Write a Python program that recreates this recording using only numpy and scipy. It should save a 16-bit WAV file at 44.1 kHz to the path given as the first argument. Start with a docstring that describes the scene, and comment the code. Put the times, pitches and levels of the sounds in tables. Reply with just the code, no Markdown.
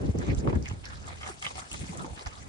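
"""A dry dirt yard where cattle mill about. Hooves thud as short sagging tones, scuff as swells of grit grains,
knock on stones as ringing modes or dull narrow bursts, and snap dry stalks as narrow bursts of noise. Trampled
straw rustles faintly, then swells in the second half, as a dense crackle of tiny fractures over a faint open-
air murmur. Low thumps, most likely gusts on the microphone, are swells of bass noise: heavy at first, then
sinking to a soft rumble."""
import sys
import numpy as np
from scipy import signal
from scipy.io import wavfile
from scipy.ndimage import uniform_filter1d

SR = 44100
rng = np.random.default_rng(int(sys.argv[2]) if len(sys.argv) > 2 else 0)


def master(y):
    """Save y as 16-bit WAV."""
    cut = np.clip(np.atleast_2d(y).T, -1, 1)
    pcm = np.round(cut * 32767)  # scale
    wavfile.write(sys.argv[1], SR, pcm.astype(np.int16))


N = 109456
TIME = np.arange(N) / SR
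EDGES = 22 * 2 ** (np.arange(24) * .4)  # band edges in Hz, 0.4 octave apart

# murmur of the far herd and fields: (frequency [Hz], density [dB per Hz])
FAR_COLOUR = [(40, -2), (250, -0.5), (900, -9), (4000, -17.5), (8000, -22)]
FAR_DB = -58.5

# left-right likeness of the ground sounds, then of the wind: (frequency [Hz], correlation [-1 to 1])
LIKENESS = [(130, 0.5), (270, 0.2), (600, 0.26), (900, -0.41), (1350, -0.65), (2100, -0.18), (2800, -0.83),
            (4000, 0.62), (9000, -0.71)]
WIND_LIKENESS = [(60, 0.55), (270, 0.25), (800, -0.47)]

# low thumps of moving air: (peak time [s], level [dB], half-length [s], tilt [dB per octave])
BUFFETS = [(0.037, -38, 0.024, 5.5), (0.053, -29, 0.009, -1), (0.09, -29.5, 0.016, 0),
           (0.155, -31, 0.0096, 3), (0.193, -30, 0.017, 1), (0.238, -39, 0.015, 5), (0.289, -27.5, .014, 1),
           (0.325, -28, 0.018, 1), (0.371, -33, .016, -7), (0.398, -33, .012, 1.5),
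           (.458, -30.5, 0.024, 2.5), (0.478, -26.5, 0.011, 3), (0.501, -32, 0.013, 4),
           (0.531, -29.5, 0.0059, 3.5), (0.564, -26.5, 0.017, -1), (0.608, -34, 0.027, -1.5),
           (1.743, -45, .02, 0), (1.819, -42, 0.032, -0.5), (1.992, -48, 0.069, 4), (2.123, -44, 0.014, -5),
           (2.273, -42, 0.011, -6.5)]
# soft rumble under the thumps: (time [s], level [dB])
BREEZE = [(0, -35), (.125, -44), (.34, -40), (.6, -44), (.72, -40.5), (.82, -47.5), (1.05, -45),
          (1.28, -50.5), (1.39, -57), (1.52, -55), (1.57, -47.5), (1.66, -59), (1.8, -47.5), (2.22, -58),
          (2.48, -45.5)]
# colour of the thumps, then of the rumble: (frequency [Hz], density [dB per Hz])
BUFFET_COLOUR = [(25, -26), (45, 4), (70, 8.5), (115, -2), (170, -1.5), (300, -4.5), (480, -11),
                 (800, -30.5), (1500, -48), (3000, -54)]
BREEZE_COLOUR = [(25, -3.5), (45, -1.5), (70, 7), (115, -3), (300, -16), (1500, -30.5)]
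WIND_PAN_DB = -0.2  # left against right, as in every pan
WIND_STEADY_S = 0.0285  # levelling window, lengthened by one cycle of each band

# trampled straw: (time [s], level [dB])
STRAW = [(0, -62), (.6, -66.5), (.8, -63), (1.18, -60), (1.28, -51), (1.37, -56.5), (1.45, -49.5),
         (1.69, -51.5), (1.75, -47.5), (1.82, -51), (2.12, -55.5), (2.2, -55), (2.48, -59)]
# colour of the straw: (frequency [Hz], density [dB per Hz])
STRAW_COLOUR = [(1500, -21), (2800, 13), (4200, 10.5), (6000, 14.5), (8500, 16), (10500, -31)]
STALKS_PER_S, STALK_SPREAD_DB = 4500, 0.2
STRAW_PAN_DB, STRAW_PATCHY_DB = 5.5, 3
LOOSE_STONES_DB = -12.5  # gain of stones nudged all over the yard, under the straw's level curve
CLUMP_DB, CLUMPS_PER_S = 2, 140  # grit and straw give way in short fits

# stalks snapping and hooves knocking on stones (the dull ones near 1 kHz): (time [s], level [dB], pitch [Hz])
CRACKS = [(0.186, -41, 6630), (.348, -42.5, 6560), (0.388, -44.5, 6670), (.474, -26, 977), (.528, -32, 960),
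          (.553, -49.5, 7200), (0.625, -44.5, 5430), (.657, -35, 2190), (0.68, -46, 6000),
          (.681, -42, 1990), (.686, -42, 6540), (.698, -44, 2630), (0.854, -39, 5020), (1.069, -46, 7200),
          (1.083, -43.5, 7500), (1.231, -45, 3130), (1.276, -45.5, 5600), (1.424, -39, 6800),
          (1.450, -31.5, 2300), (1.455, -35, 2100), (1.465, -30, 3110), (1.714, -38, 7800),
          (1.715, -36, 2740), (1.729, -35.5, 8000), (1.883, -46, 6960), (1.973, -39.5, 7500),
          (1.995, -46.5, 3800), (2.045, -33, 930), (2.193, -43.5, 4220), (2.251, -54, 2800),
          (2.26, -46, 5070), (2.26, -42.5, 1800), (2.27, -43, 5500), (2.353, -51, 3730)]
CRACK_DECAY_S = 0.00078  # time to the peak, and the decay constant after it
CRACK_WIDTH_OCT, CRACK_SKIRT_DB = 0.22, -11.5  # reach to each side of the pitch; wider noise around it
CRACK_TAIL_S, CRACK_TAIL_DB, TAIL_CLICKS_PER_S = 0.022, -14.5, 600
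CRACK_PAN_DB_PER_OCT, CRACK_CENTRE_HZ = 0.5, 2090  # bright stalks to the left, dull stones to the right

# hooves dragged through grit: (peak time [s], level [dB], fall [s], tilt [dB per octave])
SCUFFS = [(.08, -53, 0.025, 1), (.227, -46, 0.023, 0), (.30, -46, .035, -1), (.384, -54.5, 0.0096, 8.5),
          (.497, -44, 0.0084, -1.5), (.558, -48, .011, -0.5), (0.689, -46, 0.024, 0.5),
          (0.855, -45.5, 0.011, 0.5), (.919, -50, 0.039, 1), (1.079, -46, 0.024, -1),
          (1.115, -46, 0.018, -3.5), (1.228, -47.5, 0.035, 0), (1.27, -42, 0.02, -2.5),
          (1.297, -49, 0.011, -6.5), (1.427, -42, 0.0047, 3), (1.454, -38.5, 0.0087, -0.5),
          (1.469, -42.5, 0.013, -3.5), (1.51, -49, 0.012, -2), (1.587, -44, 0.031, -2.5),
          (1.747, -41, 0.0049, -3.5), (1.86, -51.5, 0.11, -1), (1.97, -63.5, 0.059, -10),
          (2.05, -54, 0.057, -8.5), (2.194, -44, .016, -1), (2.27, -43, 0.0094, -1),
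          (2.38, -55.5, 0.13, -2.5)]
# colour of the grit: (frequency [Hz], density [dB per Hz])
GRIT_COLOUR = [(150, -7), (400, -10), (750, 3), (1250, 4), (1600, 1.5), (2100, 2), (3000, -5.5), (4200, -9),
               (6000, -7), (9000, -23), (10500, -48)]
SCUFF_RISE_SHARE = 1.21  # rise time against the fall
GRIT_PER_S, GRIT_SPREAD_DB = 2500, 0.5
GRIT_PAN_DB, GRIT_PATCHY_DB = -0.5, 4.5
PEBBLES_PER_S, PEBBLE_SPREAD_DB = 900, 9
PEBBLE_DB, PEBBLE_CYCLES = -10.5, 14  # gain inside a scuff; cycles to fall by 60 dB
PEBBLE_LOW_HZ, PEBBLE_HIGH_HZ = 694, 3600

# hooves clacking on loose stones: (time [s], level [dB], tilt [dB per octave])
KNOCKS = [(1.077, -36.5, -4), (1.212, -37.5, 1), (1.231, -33, 2), (1.263, -34, -1), (1.288, -37, -16.5),
          (1.426, -31, 1.5), (1.446, -34, 6.5), (1.465, -29.5, 7), (1.556, -45.5, -17), (1.579, -36, -6),
          (1.588, -40, -3), (2.191, -40, 0)]
# ring of hoof on stone, before the small change of pitch per knock: (frequency [Hz], level [dB], t60 [s])
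KNOCK_MODES = [(760, -3, 0.037), (1200, -2, 0.057), (2100, -6, 0.061), (3120, -8.5, 0.038)]
KNOCK_CHATTER_S, KNOCK_CHATTER_PER_S, KNOCK_CHATTER_DB = 0.01, 760, -12.5
KNOCK_PAN_DB, KNOCK_ALIKE = -1.5, -0.5  # pan; left-right correlation
KNOCK_PITCH_SPREAD = .012  # no two stones ring quite alike

# dull thuds on packed earth: (start [s], peak level [dB], pitch at the peak [Hz], time to the peak [cycles])
THUDS = [(0.092, -16.5, 99, .35), (0.163, -29, 84, .6), (.288, -18.5, 114, 1.16), (0.484, -15.5, 116, 0.29),
         (.554, -28, 230, 1.54), (.712, -24, 125, 0.28), (.734, -27.5, 129, 0.25), (1.297, -39, 385, 1.84),
         (1.811, -32.5, 149, 0.62), (1.833, -32, 204, 0.61), (1.893, -30.5, 183, 1.23),
         (2.043, -33, 322, 0.92)]
THUD_SAG = 0.17  # final drop below the peak's pitch, as a share of it
THUD_SPREAD_RAD = 0.16  # phase shift of each ear, in opposite directions

ECHO_S, ECHO_DB = .00238, -19  # reflection from a surface just behind the microphone
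RUSTLE_TOP_HZ, CUTOFF_HZ, BASS_CUT_HZ = 9900, 12200, 42.4


def from_db(db):
    """Decibels to gain."""
    return 10 ** (np.asarray(db) / 20)


def at_hz(points, hz):
    """Read a spectrum on a log-frequency axis."""
    f, value = np.transpose(points)
    return np.interp(np.log(hz), np.log(f), value)


def level_curve(rows):
    """Gain through time from rows of time and dB."""
    return from_db(np.interp(TIME, *np.transpose(rows)))


def rms_one(x):
    """Scale to rms 1."""
    return x / np.sqrt(np.mean(x ** 2) + 1e-20)


def band_pass(x, edges):
    """Keep the band between two edges in Hz."""
    return signal.sosfilt(signal.butter(2, edges, "band", fs=SR, output="sos"), x)


def pan(db):
    """Left and right gains for a level difference."""
    gains = from_db(np.array([[db], [-db]]) / 2)
    return rms_one(gains)


def stereo(pair, alike):
    """Mix two unrelated signals into left and right with a given correlation."""
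    alike = np.clip(alike, -.95, .95)
    middle = np.sqrt(1 + alike) * pair[0]
    side = np.sqrt(1 - alike) * pair[1]
    return middle + side * np.array([[1], [-1]])


def add_at(out, s, sound):
    """Lay a short stereo sound into the mix at a time in seconds."""
    start = int(s * SR)
    out[:, start:start + sound.shape[1]] += sound


def bands(colour, likeness, source, steady_s=None):
    """Yield (Hz, stereo band) of a source; the colour only shares out one fixed total power."""
    centres = np.sqrt(EDGES[1:] * EDGES[:-1])
    inside = (EDGES[1:] > colour[0][0]) & (EDGES[:-1] < colour[-1][0])
    gains = from_db(at_hz(colour, centres)) * np.sqrt(np.diff(EDGES)) * inside
    gains = gains / np.linalg.norm(gains)
    for low, high, hz, gain in zip(EDGES, EDGES[1:], centres, gains):
        drive = source()
        if gain > 0:
            pair = band_pass(drive, [low, high])
            if steady_s:  # even out the random swells of the noise
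                window = int((steady_s + 1 / hz) * SR)
                pair = pair / np.sqrt(uniform_filter1d(pair ** 2, window) + 1e-12)
            yield hz, gain * stereo(rms_one(pair), at_hz(likeness, hz))


def hiss():
    """Two unrelated white noises."""
    return rng.standard_normal((2, N))


def grains(per_s, spread_db):
    """A source of tiny fractures: shared moments and sizes, a new strength in every band."""
    moments = rng.random(N) < per_s / SR
    sizes = moments * from_db(spread_db * np.minimum(rng.exponential(1, N), 5))
    return lambda: sizes * hiss() + 1e-18


def drift(per_s):
    """Smooth random wander of rms 1, with a new target per_s times a second."""
    knots = rng.standard_normal(1000)
    return rms_one(np.interp(TIME * per_s, np.arange(len(knots)), knots))


def clumps():
    """Quick uneven gain of things giving way in fits; rms 1."""
    return rms_one(from_db(CLUMP_DB * drift(CLUMPS_PER_S)))


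def patchy_bands(colour, source, patchy_db, per_s):
    """Yield ground-sound bands that each waver on their own."""
    for hz, band in bands(colour, LIKENESS, source):
        yield hz, band * rms_one(from_db(patchy_db * drift(per_s)))


def swells(db, tilt, hz, pivot_hz, power):
    """Gain through time of overlapping events, tilted for one band; their powers add."""
    return np.sqrt(from_db(db + tilt * np.log2(hz / pivot_hz)) ** 2 @ power)


def far_field():
    """Smooth murmur of the open country: steady coloured noise."""
    return from_db(FAR_DB) * sum(band for hz, band in bands(FAR_COLOUR, LIKENESS, hiss))


def wind(pivot_hz=120):
    """Short eddies thump on the microphone over a soft rumble."""
    s, db, length, tilt = np.transpose(BUFFETS)
    power = np.exp(-((TIME - s[:, None]) / length[:, None]) ** 2)
    thumps = sum(band * swells(db, tilt, hz, pivot_hz, power)
                 for hz, band in bands(BUFFET_COLOUR, WIND_LIKENESS, hiss, WIND_STEADY_S))
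    rumble = sum(band for hz, band in bands(BREEZE_COLOUR, WIND_LIKENESS, hiss, WIND_STEADY_S))
    return thumps * pan(WIND_PAN_DB) + level_curve(BREEZE) * rumble * pan(db=-1.5)


def pebbles():
    """Small stones knock together, each ringing briefly at its own pitch; rms 1."""
    out, pitches = 0, np.geomspace(PEBBLE_LOW_HZ, PEBBLE_HIGH_HZ, 24)
    for hz in pitches * rng.uniform(.97, 1.03, len(pitches)):
        r = from_db(-60 * hz / (PEBBLE_CYCLES * SR))  # decay per sample
        w = 2 * np.pi * hz / SR
        hits = grains(PEBBLES_PER_S / len(pitches), PEBBLE_SPREAD_DB)()
        ring = signal.lfilter([1, 0, -1], [1, -2 * r * np.cos(w), r * r], hits)
        out = out + stereo(rms_one(ring), at_hz(LIKENESS, hz))
    return rms_one(out)


def straw():
    """Dry stalks crackle under the herd, to the left, and loose stones click among them."""
    stalks = grains(STALKS_PER_S, STALK_SPREAD_DB)
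    crackle = sum(band for hz, band in patchy_bands(STRAW_COLOUR, stalks, STRAW_PATCHY_DB, per_s=60))
    stones = from_db(LOOSE_STONES_DB) * pebbles()
    return level_curve(STRAW) * (pan(STRAW_PAN_DB) * clumps() * crackle + stones)


def cracks():
    """A brittle burst at the pitch of the stalk or stone, with a short sparse tail of noise."""
    out, age = np.zeros((2, N + SR)), TIME[:SR // 10]
    snap = age / CRACK_DECAY_S * np.exp(1 - age / CRACK_DECAY_S)
    tail = from_db(CRACK_TAIL_DB) * np.exp(-(age / CRACK_TAIL_S) ** 2)
    for s, db, hz in CRACKS:
        clicks = (rng.random(len(age)) < TAIL_CLICKS_PER_S / SR) * np.sqrt(SR / TAIL_CLICKS_PER_S)
        drive = rng.choice([-1, 1], (2, len(age))) * (snap + tail * clicks)
        edges = np.minimum(hz * 2 ** (CRACK_WIDTH_OCT * np.array([-1, 1])), [SR * .4, SR * .45])
        body = rms_one(band_pass(drive, edges))
        skirt = rms_one(band_pass(drive, [hz / 2, min(hz * 2.05, CUTOFF_HZ)]))
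        pair = rms_one(body + from_db(CRACK_SKIRT_DB) * skirt)
        pair = pair * np.sqrt(np.mean(drive ** 2))  # as strong as the burst that drives it
        place = pan(CRACK_PAN_DB_PER_OCT * np.log2(hz / CRACK_CENTRE_HZ))
        add_at(out, s, from_db(db) * place * stereo(pair, at_hz(LIKENESS, hz)))
    return out[:, :N]


def scuffs(pivot_hz=1800):
    """Each hoof crushes a swell of grit and pebbles that dies away as the weight settles."""
    s, db, fall, tilt = np.transpose(SCUFFS)
    rise = SCUFF_RISE_SHARE * fall
    age = TIME - s[:, None]
    power = np.exp(-np.where(age < 0, (age / rise[:, None]) ** 2, age / fall[:, None]))
    crushed = grains(GRIT_PER_S, GRIT_SPREAD_DB)
    grit = sum(band * swells(db, tilt, hz, pivot_hz, power)
               for hz, band in patchy_bands(GRIT_COLOUR, crushed, GRIT_PATCHY_DB, per_s=45))
    stones = pebbles() * np.sqrt(from_db(db + PEBBLE_DB) ** 2 @ power)
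    return pan(GRIT_PAN_DB) * (grit * clumps() + stones)


def knocks():
    """A hoof strikes a stone, chatters on it for a moment and rings with a short hollow clack."""
    out, age = np.zeros((2, N + SR)), TIME[:SR // 10]
    chatter = from_db(KNOCK_CHATTER_DB) * np.exp(-age / KNOCK_CHATTER_S)
    for s, db, tilt in KNOCKS:
        pitch = 1 + KNOCK_PITCH_SPREAD * rng.standard_normal()
        contacts = (rng.random(len(age)) < KNOCK_CHATTER_PER_S / SR) * chatter
        for hz, mode_db, t60 in KNOCK_MODES:
            drive = contacts * rng.standard_normal((2, len(age))) + (age == 0)  # chatter and first strike
            phase = rng.uniform(0, 2 * np.pi) + np.array([[0], [np.pi / 2]])
            decay = np.exp(-np.log(1000) * age / t60)
            ring = np.sin(2 * np.pi * hz * pitch * age + phase) * decay
            pair = signal.fftconvolve(drive, ring, axes=1)[:, :len(age)] / np.sqrt(2)
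            level = from_db(db + mode_db + tilt * np.log2(hz / KNOCK_MODES[1][0]))
            add_at(out, s, level * stereo(pair, KNOCK_ALIKE))
    return pan(KNOCK_PAN_DB) * out[:, :N]


def thuds():
    """The earth gives under a hoof: a few cycles that swell, sag in pitch and die."""
    out, age = np.zeros((2, N + SR)), TIME[:SR // 5]
    for s, db, hz, cycles in THUDS:
        swell = age * hz / cycles  # reaches 1 at the peak
        sagging_hz = hz * (1 - THUD_SAG * np.tanh(swell / 2 - .5))
        phase = 2 * np.pi * np.cumsum(sagging_hz) / SR
        ears = rng.uniform(0, 2 * np.pi) + THUD_SPREAD_RAD * np.array([[1], [-1]])
        add_at(out, s, from_db(db) * swell * np.exp(1 - swell) * np.sin(phase + ears))
    return out[:, :N]


def near_echo(x):
    """One quick reflection gives the ground sounds a hollow colour."""
    late = np.array([np.interp(TIME - ECHO_S, TIME, side, left=0) for side in x])
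    return x + from_db(ECHO_DB) * late


def scene():
    """Hooves, straw and wind in the open air; rustle and clacks are low-passed, cracks left brighter."""
    top = signal.ellip(8, .5, 50, RUSTLE_TOP_HZ, fs=SR, output="sos")
    rustle = signal.sosfilt(top, far_field() + straw() + scuffs())
    clacks = signal.sosfilt(top, knocks())
    return wind() + near_echo(rustle + cracks()) + clacks + thuds()


def record(dry):
    """The microphone sheds the deepest bass; the top is cut steeply."""
    dry = signal.sosfilt(signal.butter(2, BASS_CUT_HZ, "high", fs=SR, output="sos"), dry)
    return signal.sosfilt(signal.cheby2(12, 70, CUTOFF_HZ * 1.1, fs=SR, output="sos"), dry)


dry = scene()
out = record(dry)
master(out)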